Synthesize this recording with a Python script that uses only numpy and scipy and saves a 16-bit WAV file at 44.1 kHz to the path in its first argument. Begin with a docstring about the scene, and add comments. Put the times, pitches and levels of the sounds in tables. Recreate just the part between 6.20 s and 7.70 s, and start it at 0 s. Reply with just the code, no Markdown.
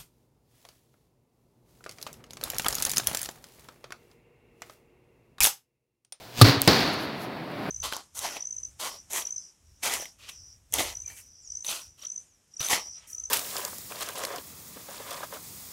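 """A mains buzz sputters up out of the night air: a power line is arcing into a tree.
Two flashovers bang as the arc heats the air abruptly, the first with a deep thump.
Houses and trees scatter each bang, sparks snap and sizzle, and a far rumble swells at the end.
The microphone overloads on the loudest peaks."""
import sys
import numpy as np
from scipy import signal
from scipy.fft import rfft, irfft
from scipy.io import wavfile

SR = 44100
rng = np.random.default_rng(int(sys.argv[2]) if len(sys.argv) > 2 else 0)


def store_pcm(level_fs):
    """Save levels as 16-bit WAV."""
    pcm = np.round(np.clip(level_fs, -1, 1) * 32767).astype(np.int16)
    wavfile.write(sys.argv[1], SR, np.atleast_2d(pcm).T)


N = 66150
T = np.arange(N) / SR

# flashovers (time [s], crack level [dB], crack hold [s], crack t60 factor [1], echo delay [s],
# echo level [dB], echo hold [s], echo t60 factor [1], echo bass gain [dB])
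FLASHOVERS = [(0.2133, -6, 0.0068, 0.99, 0.026, -16.5, 0.049, .33, -3),
              (0.4758, -6.5, 0.00067, 1.8, 0.0043, -17.5, 0.0083, 0.94, -0.5)]
# spectrum of a crack (frequency [Hz], relative density [dB], base t60 [s])
CRACK_BANDS = [(30, -36, .1), (87.5, -8, 0.07), (199, 0, 0.05), (413, 1, 0.036), (710, -6, 0.027),
               (1230, -8.5, 0.048), (1570, -13, .05), (3350, -12.5, 0.026), (4480, -3, 0.046),
               (6150, -18.5, 0.037), (8300, -15.5, 0.0099), (12100, -19, 0.01), (16000, -23, 0.0087)]
# ringing after the first blast (frequency [Hz], level [dB], t60 [s])
RING_MODES = [(124, -22, 0.25), (262.7, -16.5, 0.34), (277.9, -18.5, 0.77), (416, -26.5, 0.55),
              (1178, -3, 0.046), (1220, -10, 0.049)]
# arcing before each flashover (time of full strength [s], level [dB])
ARC_SURGES = [(.19, -29), (.425, -34.5)]
# spectrum of the arc (frequency [Hz], relative density [dB])
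ARC_SPECTRUM = [(40, -10), (120, 13.5), (300, -0.5), (1500, -4.5), (3000, -3), (4300, 0.5), (6500, -7),
                (9500, -14.5), (15000, -11)]
# spectrum of the scattered echo (frequency [Hz], relative density [dB], base t60 [s])
ECHO_BANDS = [(30, -26, 0.66), (63, -5, 1.15), (119, 0.5, 1.13), (199, 2.5, 1.04), (297, 4, 1.19),
              (494, -1, 1.38), (1020, -5, 1.64), (2380, -7.5, 1.37), (3170, -10.5, 1.45), (4490, -2, 1.05),
              (5290, -10, 0.97), (7250, -22.5, 0.88), (8330, -25, 0.79), (15000, -24.5, 0.67)]
# low thuds (centre time [s], frequency [Hz], half width [s], level [dB])
THUD_PULSES = [(0.26, 58.3, .018, -26), (.296, 123, 0.018, -15), (0.379, 117, 0.01, -22),
               (.482, 168, 0.0044, -11.5), (0.502, 58, 0.016, -35), (.525, 166.2, 0.013, -25),
               (0.632, 59, 0.024, -42)]
# snapping sparks (time [s], level [dB])
SNAP_EVENTS = [(0.4176, -1), (1.316, -42)]
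# partials of a snap (frequency [Hz], relative level [dB], t60 [s])
SNAP_PARTIALS = [(4460, -11, 0.0076), (8200, -7, 0.004), (9950, -4.5, .0035), (14300, 0, .003)]
# sizzles of burning debris (centre time [s], half width [s], level [dB])
SIZZLE_SWELLS = [(.685, 0.016, -50), (0.737, 0.0076, -41.5), (0.823, 0.035, -47.5), (.97, 0.05, -61),
                 (1.028, 0.03, -47.5)]
# spectrum of the sizzle (frequency [Hz], relative density [dB])
SIZZLE_SPECTRUM = [(1000, -12), (5000, 2), (8500, -9), (11500, 2.5), (13000, -4), (15000, -7)]
# thin frying of the burning branch (frequency [Hz], relative density [dB])
FRY_SPECTRUM = [(2000, -35), (9000, -34), (10500, -1), (11400, 11), (12700, -19), (14300, 5), (16000, 1)]
# course of the far rumble (time [s], level [dB])
RUMBLE_LEVELS = [(.55, -31), (.9, -36.5), (1.1, -36), (1.28, -36.5), (1.4, -34), (1.5, -31.5)]
# spectrum of the far rumble (frequency [Hz], relative density [dB])
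RUMBLE_SPECTRUM = [(30, -43), (70, -15), (130, 0), (300, 2.5), (450, -4.5), (680, -2.5), (1100, -9),
                   (2200, -14), (3300, -21), (4500, -20), (6500, -42.5), (15000, -39)]
# spectrum of the night air (frequency [Hz], relative density [dB])
AIR_SPECTRUM = [(30, -13), (70, 4), (200, -3.5), (400, -2.5), (700, 2), (950, -5.5), (3000, -10.5),
                (4400, -8), (6500, -17), (9000, -21), (15500, -18)]

FIRST_BANG_S, SECOND_BANG_S = FLASHOVERS[0][0], FLASHOVERS[1][0]
RESTRIKE_HZ = 120  # twice the mains frequency
ECHO_GRAIN_DB = 1.5


def cracks():
    """Thermal expansion: each flashover heats the air abruptly and radiates a short, rough blast."""
    blasts = sum(undb(db) * burst(CRACK_BANDS, start, 0.00014, hold, t60_factor, grain_db=0.5)
                 for start, db, hold, t60_factor, *_ in FLASHOVERS)
    return signal.sosfilt(signal.butter(2, 75, "high", fs=SR, output="sos"), blasts)


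def thump(start_hz=132.3, end_hz=96.6, sag_s=0.026, peak_s=0.0098, fade_s=0.028):
    """Damped oscillation: the first blast drives a low wave of falling pitch and leaves a ringing."""
    age = np.maximum(T - FIRST_BANG_S, 0)
    hz = end_hz + (start_hz - end_hz) * np.exp(-age / sag_s)
    swell = np.minimum(age / peak_s, 1) * gaussian(np.maximum(age - peak_s, 0), fade_s)
    wave = -np.sin(2 * np.pi * np.cumsum(hz * (age > 0)) / SR) * swell
    ring = sum(undb(db) * np.sin(2 * np.pi * mode_hz * age) * envelope(FIRST_BANG_S, 0.0024, 0, t60)
               for mode_hz, db, t60 in RING_MODES)
    return undb(-2) * wave + ring


def buzz(rise_db_per_s=432, restrike_s=0.23):
    """Periodic excitation: the arc restrikes each half cycle of the mains and grows until flashover."""
    growth = sum(undb(db + rise_db_per_s * np.minimum(T - full_s, 0)) * (T < bang[0])
                 for (full_s, db), bang in zip(ARC_SURGES, FLASHOVERS))
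    age = (T - restrike_s) % (1 / RESTRIKE_HZ)
    strike = noise(ARC_SPECTRUM)[(age * SR).astype(int)]  # the same waveform at every restrike
    hiss = undb(-0.5) * noise(ARC_SPECTRUM)
    gate = np.interp(age, T, envelope(0, attack=0.0017, hold=0.0048, t60=0.025))
    hum = undb(-53.5) * np.sin(2 * np.pi * RESTRIKE_HZ * T) * (T < FIRST_BANG_S)
    return (strike + hiss) * gate * growth + hum


def spit():
    """Irregular discharge radiates broadband noise: the first arc spits on briefly after its crack."""
    return undb(-17.5) * envelope(FIRST_BANG_S, 0.0044, hold=0.011, t60=0.071) * noise(ARC_SPECTRUM)


def echoes(attack_s=0.0067, bass_hz=453):
    """Scattering: houses and trees return each bang as a diffuse tail whose midrange lasts longest."""
    lowpass = signal.butter(1, bass_hz, fs=SR, output="sos")
    tails = 0
    for start, _, _, _, delay, db, hold, t60_factor, bass_db in FLASHOVERS:
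        scatter = undb(db) * burst(ECHO_BANDS, start + delay, attack_s, hold, t60_factor, ECHO_GRAIN_DB)
        bass_shelf = (undb(bass_db) - 1) * signal.sosfilt(lowpass, scatter)
        tails = tails + scatter + bass_shelf
    return tails


def thuds():
    """Wave packets: the bass of the blasts and their echoes arrives in pulses a few cycles long."""
    return sum(undb(db) * gaussian(T - centre, half_width) * np.sin(2 * np.pi * hz * (T - centre))
               for centre, hz, half_width, db in THUD_PULSES)


def slap():
    """Specular reflection: one wall returns the second bang as a short, distinct echo."""
    level = undb(-25.5) * envelope(start=0.6, attack=0.0043, hold=0.011, t60=0.061)
    return level * noise(ECHO_BANDS, ECHO_GRAIN_DB)


def snaps():
    """Impulse excitation: each bursting spark gives a bright ping of quickly damped partials."""
    return sum(undb(db + partial_db) * np.sin(2 * np.pi * hz * (T - start)) * envelope(start, 1e-4, 0, t60)
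               for start, db in SNAP_EVENTS for hz, partial_db, t60 in SNAP_PARTIALS)


def burning(hiss_full_s=1.53, hiss_db_per_s=70):
    """Combustion noise: debris sizzles, the branch fries after the second bang, a late hiss creeps in."""
    swells = sum(undb(db) * gaussian(T - centre, half_width) for centre, half_width, db in SIZZLE_SWELLS)
    late_hiss = undb(-52.5 + hiss_db_per_s * np.minimum(T - hiss_full_s, 0))
    sizzle = (swells + late_hiss) * noise(SIZZLE_SPECTRUM, grain_db=2.5)
    fry_level = undb(-51.5) * envelope(SECOND_BANG_S, attack=0.02, hold=0.061, t60=1.4)
    return sizzle + fry_level * noise(FRY_SPECTRUM, grain_db=3.5)


def far_rumble():
    """Long-path reflection: after the second bang a dull rumble rolls back from far away and swells."""
    level = undb(np.interp(T, *np.array(RUMBLE_LEVELS).T)) * (T > SECOND_BANG_S)
    return level * noise(RUMBLE_SPECTRUM, grain_db=1.0)


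def night_air(level_db=-46, drop_db=17):
    """Ambient noise: a faint wash that sinks for one second after the first bang."""
    return undb(level_db - drop_db * np.clip(T - FIRST_BANG_S, 0, 1)) * noise(AIR_SPECTRUM)


def undb(db):
    """Decibels to amplitude ratio."""
    return 10 ** (np.asarray(db) / 20)


def along(hz, table, column=1):
    """Interpolation of a table column on a log-frequency axis."""
    rows = np.array(table, float)
    return np.interp(np.log(np.maximum(hz, 1)), np.log(rows[:, 0]), rows[:, column])


def gaussian(offset, half_width):
    """Bell curve that falls to 1/e at half_width."""
    return np.exp(-(offset / half_width) ** 2)


def envelope(start, attack, hold, t60):
    """Linear attack and, from hold seconds after the start, exponential decay of 60 dB per t60."""
    age = T - start
    return np.clip(age / attack, 0, 1) * np.exp(-np.log(1000) * np.maximum(age - hold, 0) / t60)


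def noise(spectrum, grain_db=0):
    """Spectrally shaped noise of rms 1; random level steps of spread grain_db make it crackle."""
    grains = np.repeat(rng.standard_normal(N), 32)[:N]
    white = rng.standard_normal(N) * undb(grain_db * grains)
    hz = np.arange(N // 2 + 1) * SR / N
    bass_cut = hz ** 2 / (hz ** 2 + 25 ** 2)
    coloured = irfft(rfft(white) * undb(along(hz, spectrum)) * bass_cut, N)
    return coloured / coloured.std()


def burst(table, start, attack, hold, t60_factor, grain_db, bands=24):
    """Frequency-dependent damping: grainy noise in bands, each decaying at its own rate."""
    centres = np.geomspace(30, 16000, bands)
    bin_hz = np.arange(N // 2 + 1) * SR / N
    band_position = np.interp(np.log(bin_hz + 1), np.log(centres), np.arange(bands))
    spectrum = rfft(noise(table, grain_db))
    total = 0
    for k, hz in enumerate(centres):
        band = irfft(spectrum * np.maximum(1 - abs(band_position - k), 0), N)
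        total = total + band * envelope(start, attack, hold, t60_factor * along(hz, table, column=2))
    return total


def scene():
    """Superposition: the pressures of all sources add at one microphone."""
    arc = buzz() + cracks() + spit() + thump()
    reflections = thuds() + echoes() + slap()
    return (arc + reflections + snaps() + burning() + night_air() + far_rumble())[None]


def record(dry, cutoff_hz=15800):
    """Saturation and band limiting: the microphone clips the blast and cuts the highest treble."""
    lowpass = signal.ellip(8, 0.2, 70, cutoff_hz, fs=SR, output="sos")
    return signal.sosfilt(lowpass, np.clip(dry, -0.95, 0.95))


dry = scene()
out = record(dry)
store_pcm(out)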